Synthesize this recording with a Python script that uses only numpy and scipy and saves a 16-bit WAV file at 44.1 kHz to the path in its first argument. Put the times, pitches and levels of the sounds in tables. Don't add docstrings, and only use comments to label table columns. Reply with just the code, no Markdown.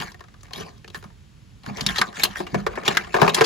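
import sys
import numpy as np
from scipy import signal
from scipy.fft import rfft, irfft, next_fast_len
from scipy.io import wavfile
from scipy.ndimage import uniform_filter1d, map_coordinates

SR = 44100
rng = np.random.default_rng(int(sys.argv[2]) if len(sys.argv) > 2 else 0)


def store_wav(level_fs):
    pcm = np.round(np.clip(np.atleast_2d(level_fs), -1, 1) * 32767)
    wavfile.write(sys.argv[1], SR, pcm.T.astype(np.int16))


def amplitude_ratio(level_db):
    exponent = np.asarray(level_db, float) / 20
    return 10 ** exponent


N = 152145

# t/s, snap level/dB, pitch f/Hz
RIB_TICKS = [(0.0014, -14.5, 3500), (0.0273, -27, 2040), (0.0712, -25.5, 1290), (0.1179, -27.5, 4700),
             (0.1446, -27, 1570), (0.1943, -33, 2310), (0.2067, -24.5, 1460), (0.2398, -30, 1520),
             (0.2837, -34.5, 1630), (0.341, -31, 1250), (0.408, -37, 4760), (0.432, -29.5, 7540),
             (0.4454, -37, 1680), (0.4545, -34.5, 1800), (0.4674, -37, 2380), (0.4823, -33, 1260),
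             (0.5089, -25, 884), (0.7782, -39.5, 4900), (0.6015, -27, 7000), (0.8448, -26.5, 2110),
             (0.8785, -25, 3630), (0.9012, -29, 3220), (1.0266, -27, 1180), (1.0403, -25.5, 1174),
             (1.1025, -36, 790), (1.6343, -33.5, 3500), (1.6417, -30, 1000), (1.7959, -19, 1190),
             (1.9431, -24, 1410), (1.991, -14, 1040), (2.1281, -24, 1480), (2.1536, -32, 1510),
             (2.3646, -33, 1510), (2.835, -19, 926), (2.851, -29, 910), (2.8635, -15, 3920),
             (2.9503, -14.5, 1740), (3.0735, -28, 1200), (3.1972, -17, 910), (3.265, -9, 930)]
# t/s, snap level/dB, pitch f/Hz, tray knock level/dB, fade by 60 dB t/s
TUG_SNAPS = [(0.5342, -13, 3780, -40, 0.015), (0.9461, -16.5, 1450, -39.5, 0.055),
             (1.6626, -12.5, 1177, -26, 0.0093), (1.7826, -26, 2300, -26.5, 0.031),
             (1.809, -6, 3710, -45, 0.023), (1.8643, 3, 4430, -37, 0.021),
             (1.9078, -14.5, 1725, -35, 0.034), (1.9605, -14.5, 1583, -57, 0.091),
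             (1.9836, -6, 3330, -21.5, 0.035), (2.0144, 6.5, 1403, -47, 0.019),
             (2.1969, -11, 2120, -28.5, 0.039), (2.2344, 3, 3500, -15, 0.027),
             (2.2346, -1, 10200, -50, 0.042), (2.249, -8, 3330, -20, 0.036),
             (2.028, -16.5, 1240, -28.5, 0.03), (2.4028, -16, 820, -21.5, 0.043),
             (2.4673, -22.5, 2400, -30, 0.046)]
# t/s, snap level/dB, pitch f/Hz, tray knock level/dB, fade by 60 dB t/s
LOOM_CLATTER = [(2.544, -12.5, 1980, -13, 0.044), (2.6655, -9, 1500, -14, 0.037),
                (2.7561, -19.5, 1640, -42, 0.034), (2.775, -44, 1420, -20.5, 0.066),
                (2.8555, -18, 4280, -28, 0.018), (2.8789, 1, 2850, -8.5, 0.039),
                (2.9122, -17, 1200, -18, 0.023), (2.9708, 4.5, 1595, -31, 0.028),
                (3.1426, -45, 1360, -13, 0.1), (3.1649, -11, 1290, -18, 0.051),
                (3.1854, -30, 1240, -21.5, 0.18), (3.2167, -13, 1110, -4, 0.039),
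                (3.2290, -10, 1090, -8, 0.045), (3.246, -30, 1116, -18.5, 0.085),
                (3.278, -7.5, 2220, -10, 0.05), (3.293, -8, 3130, -18, 0.034),
                (3.3452, -0.5, 4020, -26.5, 0.026), (3.3454, -3.5, 7280, -50, 0.045),
                (3.3664, -26, 1290, -17.5, 0.014), (3.3805, -16, 1200, -21, 0.099),
                (3.4095, 2.5, 1144, -5.5, 0.024), (3.4165, -0.5, 1290, -8.5, 0.036),
                (3.4434, -3, 3960, -30, 0.054)]
# f/Hz, level per Hz/dB
CRACK_COLOUR = [(300, -109), (800, -5), (2000, 5.5), (5000, 14), (8000, 15.5), (15500, 15.5), (16300, -56)]
# f/Hz, width f/Hz, level/dB
WALL_TONES = [(355, 35, -5), (425, 34, -3), (590, 80, -5), (700, 50, -2), (780, 60, -3), (1045, 70, -3),
              (1200, 50, -5), (1530, 90, -11), (1720, 90, -11), (2400, 300, -16)]
# start t/s, length t/s, scrape level/dB, pitch f/Hz, weight on the tray level/dB
DRAG_STROKES = [(0, 0.12, -39, 1600, -3.5), (0.524, 0.23, -45.5, 4000, -1), (0.575, 0.17, -53.5, 1350, 9),
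                (0.93, 0.2, -55, 1880, -3), (1.647, 0.22, -44.5, 1480, 0.5),
                (1.767, 0.35, -42.5, 3180, 2.5), (1.87, 0.2, -34, 1620, -29), (1.988, 0.19, -51, 1540, 2.5),
                (2.139, 0.28, -38.5, 1380, -9.5), (2.187, 0.13, -33, 2480, -13.5),
                (2.353, 0.11, -38, 1470, -6.5), (2.368, 0.06, -42.5, 10400, -40),
                (2.174, 0.067, -69, 10400, -37), (2.12, 0.091, -83, 4300, -27),
                (0.55, 0.14, -52.5, 4000, -40), (1.958, 0.052, -29, 3600, -35), (0, 0.14, -53.5, 5060, -40),
                (0, 0.15, -58, 11500, -40), (0.95, 0.11, -54, 10900, -40), (2.852, 0.07, -42, 4500, -33),
                (2.47, 0.17, -46.5, 1550, -4), (2.571, 0.094, -46, 1320, -2), (2.69, 0.68, -45, 1170, 2),
                (2.848, 0.1, -36.5, 1870, 0.5), (2.897, 0.23, -37.5, 1670, -32),
                (3.123, 0.14, -39.5, 1370, -4), (3.198, 0.19, -31.5, 1160, -4.5),
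                (3.335, 0.58, -31, 1810, 1.5)]
# t/s, level/dB
FLOOR_PUSHES = [(0.001, -32), (0.97, -41), (1.675, -31), (1.704, -29.5), (1.815, -29.5), (1.902, -33),
                (2.003, -33), (2.234, -37), (2.531, -26.5), (2.581, -29.5), (2.61, -33.5), (1.86, -29),
                (1.051, -43), (0.611, -37.5), (2.555, -21), (2.883, -26), (3.147, -25.5), (3.222, -15),
                (3.413, -25)]
# f/Hz, width f/Hz, level/dB
HOLLOW_TONES = [(108, 39, -17.5), (165.7, 19.4, 1), (205.9, 21.2, -2.5), (255.5, 26, -6)]
# f/Hz, fade by 60 dB t/s
BAY_FADE = [(200, 0.38), (2000, 0.091), (10000, 0.086)]
# t/s, half length t/s, level/dB
PHONE_SWAYS = [
    (1.9, 0.13, -44),
    (2.3, 0.12, -50),
    (2.63, 0.12, -40.5),
    (3.205, 0.1, -48),
]
# f/Hz, level per Hz/dB
SWAY_COLOUR = [(20, -40), (35, -8), (48, 4), (85, -5), (130, -40)]
# f/Hz, level per Hz/dB
AIR_COLOUR = [(20, -92), (40, -5.5), (90, -4), (170, -10), (290, -21), (600, -31.5), (2900, -34),
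              (9000, -42), (15700, -55), (16200, -107)]
# f/Hz, likeness [0 to 1]
PORT_LIKENESS = [(200, .95), (700, .65), (1600, .3), (4000, .6), (5500, .3), (8000, .95)]
# f/Hz, left over right level/dB
PORT_BALANCE = [(200, -4), (600, 5), (1500, 0), (4000, 4), (8000, 0)]
# f/Hz, left ahead of right [radians]
PORT_LEAD = [(260, -.9), (520, -1.6), (720, -4.4), (1400, -5.6), (7000, -6.3), (8400, -9.3), (9500, -9.55),
             (11000, -12.4), (12900, -15.6), (14000, -15.8), (15800, -19.5)]


def unit(x):
    return x / np.sqrt(np.mean(x ** 2) + 1e-20)


def along(points, hz):
    f, value = np.transpose(points)
    return np.interp(np.log(hz + 1), np.log(f + 1), value)


def wobble(rate):
    knots = rng.standard_normal(int(N * rate / SR) + 4)
    return map_coordinates(knots, [np.arange(N) * rate / SR])


def filtered(x, response):
    m = next_fast_len(N + SR // 2)
    return irfft(rfft(x, m) * response(np.fft.rfftfreq(m, 1 / SR)), m)[..., :N]


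def resonance(f, centre, width):
    return 1j * f * width / (centre * centre - f * f + 1j * f * width)


def body(tones):
    return lambda f: sum((-1) ** k * amplitude_ratio(db) * resonance(f, centre, width)
                         for k, (centre, width, db) in enumerate(tones))


def add(track, s, x):
    part = track[..., max(round(s * SR), 0):][..., :x.shape[-1]]
    part += x[..., :part.shape[-1]]


def plastic(ringing, cracking, hz, q, count):
    spread_oct, dull_db_per_oct = 0.36, 16
    n = ringing.shape[-1]
    f = np.fft.rfftfreq(n, 1 / SR) + 1
    k = np.arange(count)[:, None]
    place = (k - count // 2 + rng.uniform(-.3, .3, (count, 1))) / (count // 2 + 1)
    centre = hz * 2 ** (spread_oct * place)
    modes = (resonance(f, centre, centre / q) * (-1) ** k).sum(0)
    ring = modes * resonance(f, hz, hz) ** 2
    ring = unit(np.abs(ring)) * np.exp(1j * np.angle(ring))
    skirt = amplitude_ratio(along(CRACK_COLOUR, f) - dull_db_per_oct * np.log2(1 + f / hz))
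    return irfft(rfft(ringing) * ring + rfft(cracking) * unit(skirt), n)


def hits():
    tick_fade_s, tick_knock_db = 0.019, -14
    snap_db, crack_db, knock_db_all = -15.5, -2, 17.5
    crack_life, knock_life = 1, 0.64
    chatter_s, chatter_db = 0.18, -16.5
    blow_level, blow_s = 0.088, 6e-5
    spot_oct, spot_db, damping = 0.015, 2.5, 1.78
    snap, knock = np.zeros((2, 2, N))
    t = np.arange(SR // 6) / SR
    f = np.fft.rfftfreq(len(t), 1 / SR)
    ticks = [(s, db, hz, db + tick_knock_db, tick_fade_s) for s, db, hz in RIB_TICKS]
    for s, db, hz, knock_db, fade_s in ticks + list(TUG_SNAPS) + list(LOOM_CLATTER):
        late = rng.random(3) * chatter_s * fade_s
        size = amplitude_ratio(chatter_db + 3 * rng.standard_normal(3))
        blow = blow_level * np.sqrt(fade_s * SR) * np.exp(-t / blow_s)
        blow = blow * [[1], [rng.uniform(-0.71, 1)]]

        def burst(life):
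            fade = sum(g * amplitude_ratio(-60 * np.abs(t - d) / life) * (t >= d)
                       for d, g in zip([0, *late], [1, *size]))
            return blow + rng.standard_normal((2, len(t))) * fade

        cracking = amplitude_ratio(crack_db) * burst(fade_s * crack_life)
        patch = plastic(burst(fade_s), cracking, hz, q=9, count=7)
        add(snap, s, amplitude_ratio(db + snap_db) * patch[:, :-SR // 50])
        spot = []
        for centre, width, level in WALL_TONES:
            a, b = rng.standard_normal(2)
            spot.append((centre * 2 ** (spot_oct * a), width * damping, level + spot_db * b))
        walls = irfft(rfft(burst(fade_s * knock_life)) * body(spot)(f), len(t))
        add(knock, s, amplitude_ratio(knock_db + knock_db_all) * walls)
    return snap + knock


def rib_rasp():
    grains_per_s, grain_db, uneven_db, patchy_db = 500, 4, 2, 5
    grain_size = amplitude_ratio(grain_db * np.minimum(rng.exponential(size=N), 2))
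    grains = (rng.random(N) < grains_per_s / SR) * grain_size
    rough = 1 + unit(signal.lfilter([1], [1, -.98], grains))
    rough = rough * amplitude_ratio(uneven_db * wobble(40))
    z = signal.stft(rough * rng.standard_normal((2, N)), nperseg=256)[2]
    patches = uniform_filter1d(rng.standard_normal(z.shape[1:]), size=4, axis=0)
    patches = uniform_filter1d(patches, size=9, axis=1)
    return unit(signal.istft(z * amplitude_ratio(patchy_db * unit(patches)), nperseg=256)[1][:, :N])


def drag():
    rise, hiss_db, walls_db, floor_db = 0.2, -1, 23, 26
    rasp = rib_rasp()
    scrape, load = np.zeros((2, N)), np.zeros(N)
    for s, length, db, hz, weight_db in DRAG_STROKES:
        u = np.linspace(0, 1, round(1.474 * length * SR))
        early = u ** (np.log(.5) / np.log(rise / 2.44))
        swell = amplitude_ratio(db) * np.sin(np.pi * early) ** 2
        part = rasp[:, round(s * SR):][:, :len(u)]
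        part = part * swell[:part.shape[1]]
        hiss = amplitude_ratio(hiss_db) * part[::-1] * [[1], [-1]]
        add(scrape, s, plastic(part, hiss, hz, q=2.2, count=1))
        add(load, s, amplitude_ratio(weight_db) * swell)
    walls = filtered(rasp * load, body(WALL_TONES))
    floor = filtered(rasp * load * amplitude_ratio(2 * wobble(7.38)), body(HOLLOW_TONES))
    return scrape + amplitude_ratio(walls_db) * walls + amplitude_ratio(floor_db) * floor


def thuds():
    level_db, push_s = 21.5, 0.0085
    push, t = np.zeros((2, N)), np.arange(SR // 20) / SR
    shape = (1 - 2 * (t / push_s) ** 2) * np.exp(-(t / push_s) ** 2)
    for s, db in FLOOR_PUSHES:
        rough = 1 + 1.3 * rng.standard_normal((2, len(t)))
        add(push, s, amplitude_ratio(db + level_db) * rough * shape)
    return filtered(push, body(HOLLOW_TONES))


def bay(x):
    hz, t, z = signal.stft(rng.standard_normal((2, SR // 3)), SR, nperseg=256)
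    fade = amplitude_ratio(-60 * t / along(BAY_FADE, hz)[:, None])
    tail = signal.istft(z * fade, SR, nperseg=256)[1]
    return signal.fftconvolve(x, tail / np.linalg.norm(tail[0]), axes=1)[:, :N]


def hand():
    t = np.arange(N) / SR
    noise = rng.standard_normal((2, N))
    low = unit(filtered(noise, lambda hz: amplitude_ratio(along(SWAY_COLOUR, hz)) * (hz < 300)))
    return low * sum(amplitude_ratio(db) * np.exp(-((t - s) / half) ** 2) for s, half, db in PHONE_SWAYS)


def air():
    noise = unit(filtered(rng.standard_normal((2, N)), lambda hz: amplitude_ratio(along(AIR_COLOUR, hz))))
    return amplitude_ratio(-48.5 + 0.09 * wobble(8.5)) * noise


def ports(pair):
    def blend(hz):
        turn = np.arccos(np.clip(along(PORT_LIKENESS, hz), 0, 1)) / 2
        return np.array([np.cos(turn), np.sin(turn)])

    side = np.array([[.5], [-.5]])

    def offset(hz):
        return amplitude_ratio(side * along(PORT_BALANCE, hz)) * np.exp(1j * side * along(PORT_LEAD, hz))

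    shared, differing = filtered(pair, blend)
    return filtered(np.array([shared + differing, shared - differing]), offset)


def scene():
    loom = hits() + drag() + thuds()
    return ports(loom + amplitude_ratio(-10.5) * bay(loom) + hand() + air())


def roll_off(x):
    return signal.sosfilt(signal.butter(12, 17150, fs=SR, output="sos"), x)


def record(dry):
    limited = dry / (1 + np.abs(dry) ** 6) ** (1 / 6)
    mix = filtered(limited, lambda hz: 1 / (1 + (hz / 16000) ** 90))
    return roll_off(mix)


dry = scene()
out = record(dry)
store_wav(out)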